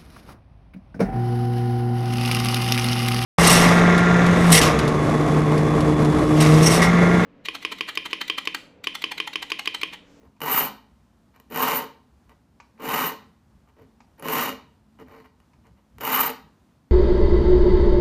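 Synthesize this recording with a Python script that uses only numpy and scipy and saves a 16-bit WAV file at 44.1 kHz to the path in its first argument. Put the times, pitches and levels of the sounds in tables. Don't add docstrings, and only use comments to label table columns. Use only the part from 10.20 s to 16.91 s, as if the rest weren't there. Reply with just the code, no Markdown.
import sys
import numpy as np
from scipy import signal
from scipy.fft import rfft, irfft, next_fast_len
from scipy.io import wavfile
from scipy.ndimage import map_coordinates

SR = 44100
rng = np.random.default_rng(int(sys.argv[2]) if len(sys.argv) > 2 else 0)


def waveform_to_disk(signal):
    frames = np.transpose(np.atleast_2d(signal))
    scaled = np.clip(frames, -1, 1) * 32767
    samples = np.round(scaled).astype(np.int16)
    wavfile.write(sys.argv[1], SR, samples)


N = 295911


def amp(db):
    return 10 ** (np.asarray(db) / 20)


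def unit(x):
    return x / np.sqrt(np.mean(x ** 2) + 1e-20)


def along(points, hz):
    f, v = np.transpose(points)
    return np.interp(np.log(hz + 1), np.log(f), v)


def colour(points):
    return lambda hz: amp(along(points, hz))


def resonances(modes):
    def gain(hz):
        power = 0
        for centre, half_width, db in modes:
            peak = amp(db) / (1 + ((hz - centre) / half_width) ** 2)
            power = power + peak ** 2
        return np.sqrt(power)
    return gain


def ring(x, gain, size=32768):
    magnitude = unit(gain(np.fft.rfftfreq(size, 1 / SR)))
    cepstrum = irfft(np.log(np.maximum(magnitude, 1e-6)))
    cepstrum[1:size // 2] *= 2
    cepstrum[size // 2 + 1:] = 0
    response = irfft(np.exp(rfft(cepstrum)))[:size // 2]
    return signal.oaconvolve(x, response)[:N]


def wobble(rate):
    knots = rng.standard_normal(N // 20)
    return map_coordinates(knots, [np.arange(N) * rate / SR], mode="wrap")


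def stroke(start, stop, crest=.5):
    progress = np.clip((np.arange(N) / SR - start) / (stop - start), 0, 1)
    skew = np.log(.5) / np.log(np.clip(crest, .1, .9))
    return progress, np.abs(np.sin(np.pi * progress ** skew))


BITE_POWER, KNOCK_POWER, SIZZLE_POWER = 1.7, .65, 1.5
KNOCK_FADE_DB = 4
LANDING_S = .006
SKATE_DB, SKATE_POWER = -13, 0.83
CREEP_HZ, PUSH_HZ, SLIDE_HZ = 130.23, 1152.6, 329.7
SLIDE_POWER, SLIDE_SIZZLE_DB = .5, -16

# start_s, lands_s, stop_s, crest, bite_db, knock_db, sizzle_db, band_hz, boost_db
FILE_PUSHES = [(.145, 0.212, 0.51, .6, -25.5, -7.5, -1.5, 760, 4),
               (1.291, 1.296, 1.665, .49, -25.5, -7.5, -5.5, 835, 5),
               (2.585, 2.593, 2.952, 0.54, -26.5, -6.5, -5.5, 830, 3.5),
               (3.987, 4.021, 4.348, .57, -26.8, -5, -6, 1220, 0.5),
               (5.765, 5.801, 6.1395, .55, -25, -9.5, -3.5, 860, 3.5)]
# start_s, length_s, blade_db, clamp_db
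FILE_SLIDES = [(0, 0.083, -69.5, -61), (1.135, .05, -63, -70.5), (2.086, .05, -63, -62),
               (2.576, .045, -59, -59.5), (3.468, .045, -68.5, -66.5), (3.565, .09, -64, -54),
               (3.977, .05, -57, -52), (4.786, .05, -54.5, -49), (4.862, .175, -55, -53),
               (5.038, .038, -57, -62), (5.433, .06, -69, -65.5), (5.563, .04, -69, -68)]


def motion():
    t = np.arange(N) / SR
    bite, touch, knock, sizzle = np.zeros((4, N))
    rate = np.full(N, float(CREEP_HZ))
    for start, lands, stop, crest, bite_db, knock_db, sizzle_db, *_ in FILE_PUSHES:
        progress, speed = stroke(start, stop, crest)
        press = amp(bite_db) * np.clip((t - lands) / LANDING_S, 0, 1)
        bite += press * speed ** BITE_POWER
        touch += press * speed ** SKATE_POWER * amp(SKATE_DB)
        knock += press * speed ** KNOCK_POWER * amp(knock_db - KNOCK_FADE_DB * (progress - .5))
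        sizzle += press * speed ** SIZZLE_POWER * amp(sizzle_db)
        rate += PUSH_HZ * speed
    for start, length, blade_db, clamp_db in FILE_SLIDES:
        _, speed = stroke(start, start + length)
        rub = speed ** SLIDE_POWER
        touch += rub * amp(blade_db)
        knock += rub * amp(clamp_db)
        sizzle += rub * amp(blade_db + SLIDE_SIZZLE_DB)
        rate += SLIDE_HZ * speed
    return bite, touch, knock, sizzle, rate


def cuts(rate, jitter, scatter_db):
    count = np.cumsum(rate) / SR
    chance = rng.standard_normal((N // 20, 2))[:int(count[-1])]
    turn = np.arange(len(chance)) + jitter * chance[:, 0]
    at = np.minimum(np.searchsorted(count, turn), N - 1)
    size = unit(amp(scatter_db * np.clip(chance[:, 1], -2, 2)))
    return np.bincount(at, size * np.sqrt(SR / rate[at]), N)


def crumble(pulses, life):
    keep = np.exp(-1 / (life * SR))
    power = signal.lfilter([1 - keep], [1, -keep], pulses ** 2)
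    return np.sqrt(np.abs(power)) * rng.standard_normal(N)


def favour(force, sharpness=4):
    out = force.copy()
    for _, lands, stop, *_, hz, boost_db in FILE_PUSHES:
        span = slice(int(lands * SR), int(stop * SR))
        band = signal.lfilter(*signal.iirpeak(hz, sharpness, SR), force[span])
        out[span] += (amp(boost_db) - 1) * band
    return out


# centre_hz, half_width_hz, level_db
BLADE_MODES = [(789, 99, -8.5), (868, 6.8, -8.5), (913.7, 38, -1.5), (969.4, 16, -2), (1056.4, 34.3, 0),
               (1154, 24, -3.5), (1183, 21, -5), (1241, 50, -5), (1347, 42.8, -7.5), (1508, 139.8, -8.5),
               (1902, 137, -7.5), (2089, 31.4, -11), (2340, 180, -10), (2595, 81, -13), (2910, 129, -5),
               (2946, 270, -20.5), (3748, 104, -17.5), (4155, 260, -22), (4680, 268.5, -22.5),
               (5560, 510, -23), (6080, 290, -23.5), (6980, 740, -21), (8980, 440, -24.5), (9680, 226, -22),
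               (10130, 160, -23), (11450, 580, -23.5)]
# centre_hz, half_width_hz, level_db
CLAMP_MODES = [(160, 22, -10), (210, 18, -12), (258.9, 13, 1), (300.4, 14.45, -9), (336.8, 33, -10),
               (448.4, 19, -5.5), (440.8, 28, -2.5), (562.5, 27, -9.5), (643.6, 35, -17)]
# frequency_hz, level_db
STEEL_RING = [(7000, -54), (9500, -14), (10600, -29), (12000, -22), (12600, -2.5), (13000, -2),
              (13500, 1.5), (14300, -3.5), (15300, -12.5)]
# frequency_hz, level_db
LIGHT_TOUCH = [(700, 7), (1300, 1.5), (2300, 1.5), (2950, -6), (4500, 0), (7000, -11.5), (11000, -9)]


def rasp(bite, touch, knock, sizzle, rate):
    teeth = cuts(rate, jitter=.14, scatter_db=3.5)
    grip = wobble(130)
    force = amp(-4.0) * teeth + amp(-2.0) * crumble(teeth, life=0.0014)
    force = force * unit(amp(1.24 * grip))
    pressed = favour(force * bite)
    skating = ring(force * touch, colour(LIGHT_TOUCH))
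    blade = ring(pressed + skating, resonances(BLADE_MODES))
    clamp = ring(force * knock, resonances(CLAMP_MODES))
    chips = crumble(teeth * unit(amp(2.255 * wobble(700))), life=0.00039)
    steel = ring(chips * sizzle * unit(amp(2.4 * grip)), colour(STEEL_RING))
    return amp(-2.06) * blade + amp(1.26) * clamp + steel


BUMP_S = 0.027
# frequency_hz, level_db
AIR_SPECTRUM = [(15, -43), (28, -29.5), (60, -6), (120, -7.5), (170, -6.5), (245, -3), (290, -10),
                (450, -17.5), (950, -18), (2230, -30), (5880, -35), (15500, -44)]
# centre_s, level_db
BENCH_BUMPS = [(2.093, -60), (3.06, -58.5), (3.37, -55.5), (3.631, -56), (4.9, -56), (5.53, -56),
               (5.78, -52), (6.258, -56)]


def background():
    t = np.arange(N) / SR
    air = amp(-62.5 + 0.86 * wobble(8.4)) * ring(rng.standard_normal(N), colour(AIR_SPECTRUM))
    swell = amp(-64.5 + 2.38 * wobble(15))
    for s, db in BENCH_BUMPS:
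        swell = swell + amp(db) * np.exp(-((t - s) / BUMP_S) ** 2)
    low = colour([(30, -29.5), (62, 7), (95, -0.5), (180, -5.0), (400, -33.5), (1500, -85.0)])
    rumble = swell * ring(rng.standard_normal(N), low)
    hum = amp(-69 + 5.59 * wobble(5.8)) * np.sin(2 * np.pi * 215 * t + 2.7 * wobble(14))
    return air + rumble + hum


# frequency_hz, decay_s
ROOM_DECAY = [(200, 0.47), (500, 0.42), (1000, 0.41), (2000, 0.4), (2900, 0.39), (4200, .41), (8000, 0.27),
              (14000, .24)]
# frequency_hz, level_db
ROOM_ANSWER = [(200, -0.5), (500, -3.5), (1050, -3.5), (2200, -4), (2900, -3), (3300, 2), (4200, 3),
               (9000, -3.5), (13500, -8.5)]


def workshop(x, delay=.005, count=24, boom_hz=211, boom_sharpness=70, boom_db=11):
    noise = rng.standard_normal((count, SR * 2 // 3))
    hz, t, z = signal.stft(noise, SR, nperseg=256)
    decay = amp(-60 * t / along(ROOM_DECAY, hz)[:, None])
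    tails = signal.istft(z * decay, SR, nperseg=256)[1]
    wet = np.zeros(N + SR)
    for part, tail in zip(np.array_split(np.arange(N), count), tails):
        answer = signal.fftconvolve(x[part], tail / np.linalg.norm(tail))
        wet[part[0] + int(delay * SR):][:len(answer)] += answer
    boom = signal.lfilter(*signal.iirpeak(boom_hz, boom_sharpness, SR), x)
    return ring(wet[:N], colour(ROOM_ANSWER)) + amp(boom_db) * boom


def blows(times, db):
    return np.bincount(np.round(times * SR).astype(int), amp(db), N)


# start_s, blow_db, sizzle_db
TOOTH_CATCHES = [(0.205, -20, -4), (0.217, -10, -20), (1.162, -35.5, -6), (1.2, -29.5, -2), (1.303, -35, 6),
                 (1.36, -7.5, -1), (2.095, -34.5, -14.5), (2.62, -23.5, -9), (2.841, -8, -1),
                 (3.489, -45, -20.5), (3.997, -32, -8.5), (4.025, -19, -4.5), (4.085, -5, -5),
                 (4.799, -33.5, -15), (5.202, -39.5, -26.5), (5.469, -38, -29.5), (5.784, -24.5, -11),
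                 (5.809, -14, -9.5)]
# start_s, blow_db
HANDLING_TICKS = [(0.165, -40.5), (2.401, -20), (3.804, -26), (5.334, -35.5)]
# frequency_hz, level_db
TICK_SPECTRUM = [(200, -13.5), (650, -9), (950, 7.5), (1300, 0), (1900, -6.5), (2450, 1.5), (3300, -19.5),
                 (4800, -13), (7500, -19.5), (9500, -48.5)]


def knocks():
    s, db, sizzle_db = np.transpose(TOOTH_CATCHES)
    hits = blows(s, db)
    force = hits + amp(-1.5) * crumble(hits, life=.002)
    saw = ring(force, resonances(BLADE_MODES)) + amp(-2.5) * ring(force, resonances(CLAMP_MODES))
    steel = ring(crumble(blows(s, db + sizzle_db), life=.0008), colour(STEEL_RING))
    tick_bursts = crumble(blows(*np.transpose(HANDLING_TICKS)), life=0.0041)
    return saw + steel + ring(tick_bursts, colour(TICK_SPECTRUM))


# centre_s, swell_s, pitch_hz, level_db
FILE_SQUEAKS = [(0.328, .028, 12850, -14.5), (0.367, .018, 14500, -15), (.389, 0.026, 13370, -11.5),
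                (.448, .024, 13700, -18.5), (1.43, .018, 13110, -18), (1.567, 0.033, 13870, -17.5),
                (2.804, 0.0081, 14000, -30), (2.872, 0.028, 13910, -20), (3.998, 0.0042, 10900, -42),
                (4.138, 0.033, 13500, -22.5), (4.22, 0.0099, 13900, -27.5), (5.863, 0.01, 13640, -26.5),
                (5.95, .022, 13200, -16), (6.01, .016, 13570, -11), (6.066, 0.015, 14120, -16.5)]


def squeaks(rate, glide_hz=-32000, limit=1.24, lower_ratio=0.63, lower_db=-24):
    t = np.arange(N) / SR
    life = .0007
    kicks = cuts(rate, jitter=.1, scatter_db=7.0) * np.exp(2j * np.pi * rng.random(N))
    swing = signal.lfilter([1], [1, -np.exp(-1 / (life * SR))], kicks)
    swing /= np.std(swing)
    swing /= np.hypot(1, np.abs(swing) / limit)
    out = np.zeros(N)
    for s, length, hz, db in FILE_SQUEAKS:
        near = np.abs(t - s) < 2 * length
        u = t[near] - s
        phase = 2 * np.pi * (hz * u + glide_hz * u ** 2 / 2)
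        modes = np.exp(1j * phase) + amp(lower_db) * np.exp(1j * lower_ratio * phase)
        envelope = amp(db) * np.exp(-2 * (u / length) ** 2)
        out[near] += envelope * (swing[near] * modes).real
    return out


def scene():
    bite, touch, knock, sizzle, rate = motion()
    bench = rasp(bite, touch, knock, sizzle, rate) + squeaks(rate) + knocks()
    return (bench + amp(-9.5) * workshop(bench) + background())[None]


TOP_HZ = 15450


def record(dry):
    size = next_fast_len(N + SR // 2)
    hz = np.fft.rfftfreq(size, 1 / SR)
    gain = np.clip((TOP_HZ - hz) / 150, 0, 1)
    return irfft(rfft(dry, size) * gain, size)[..., :N]


dry = scene()
out = record(dry)
waveform_to_disk(out)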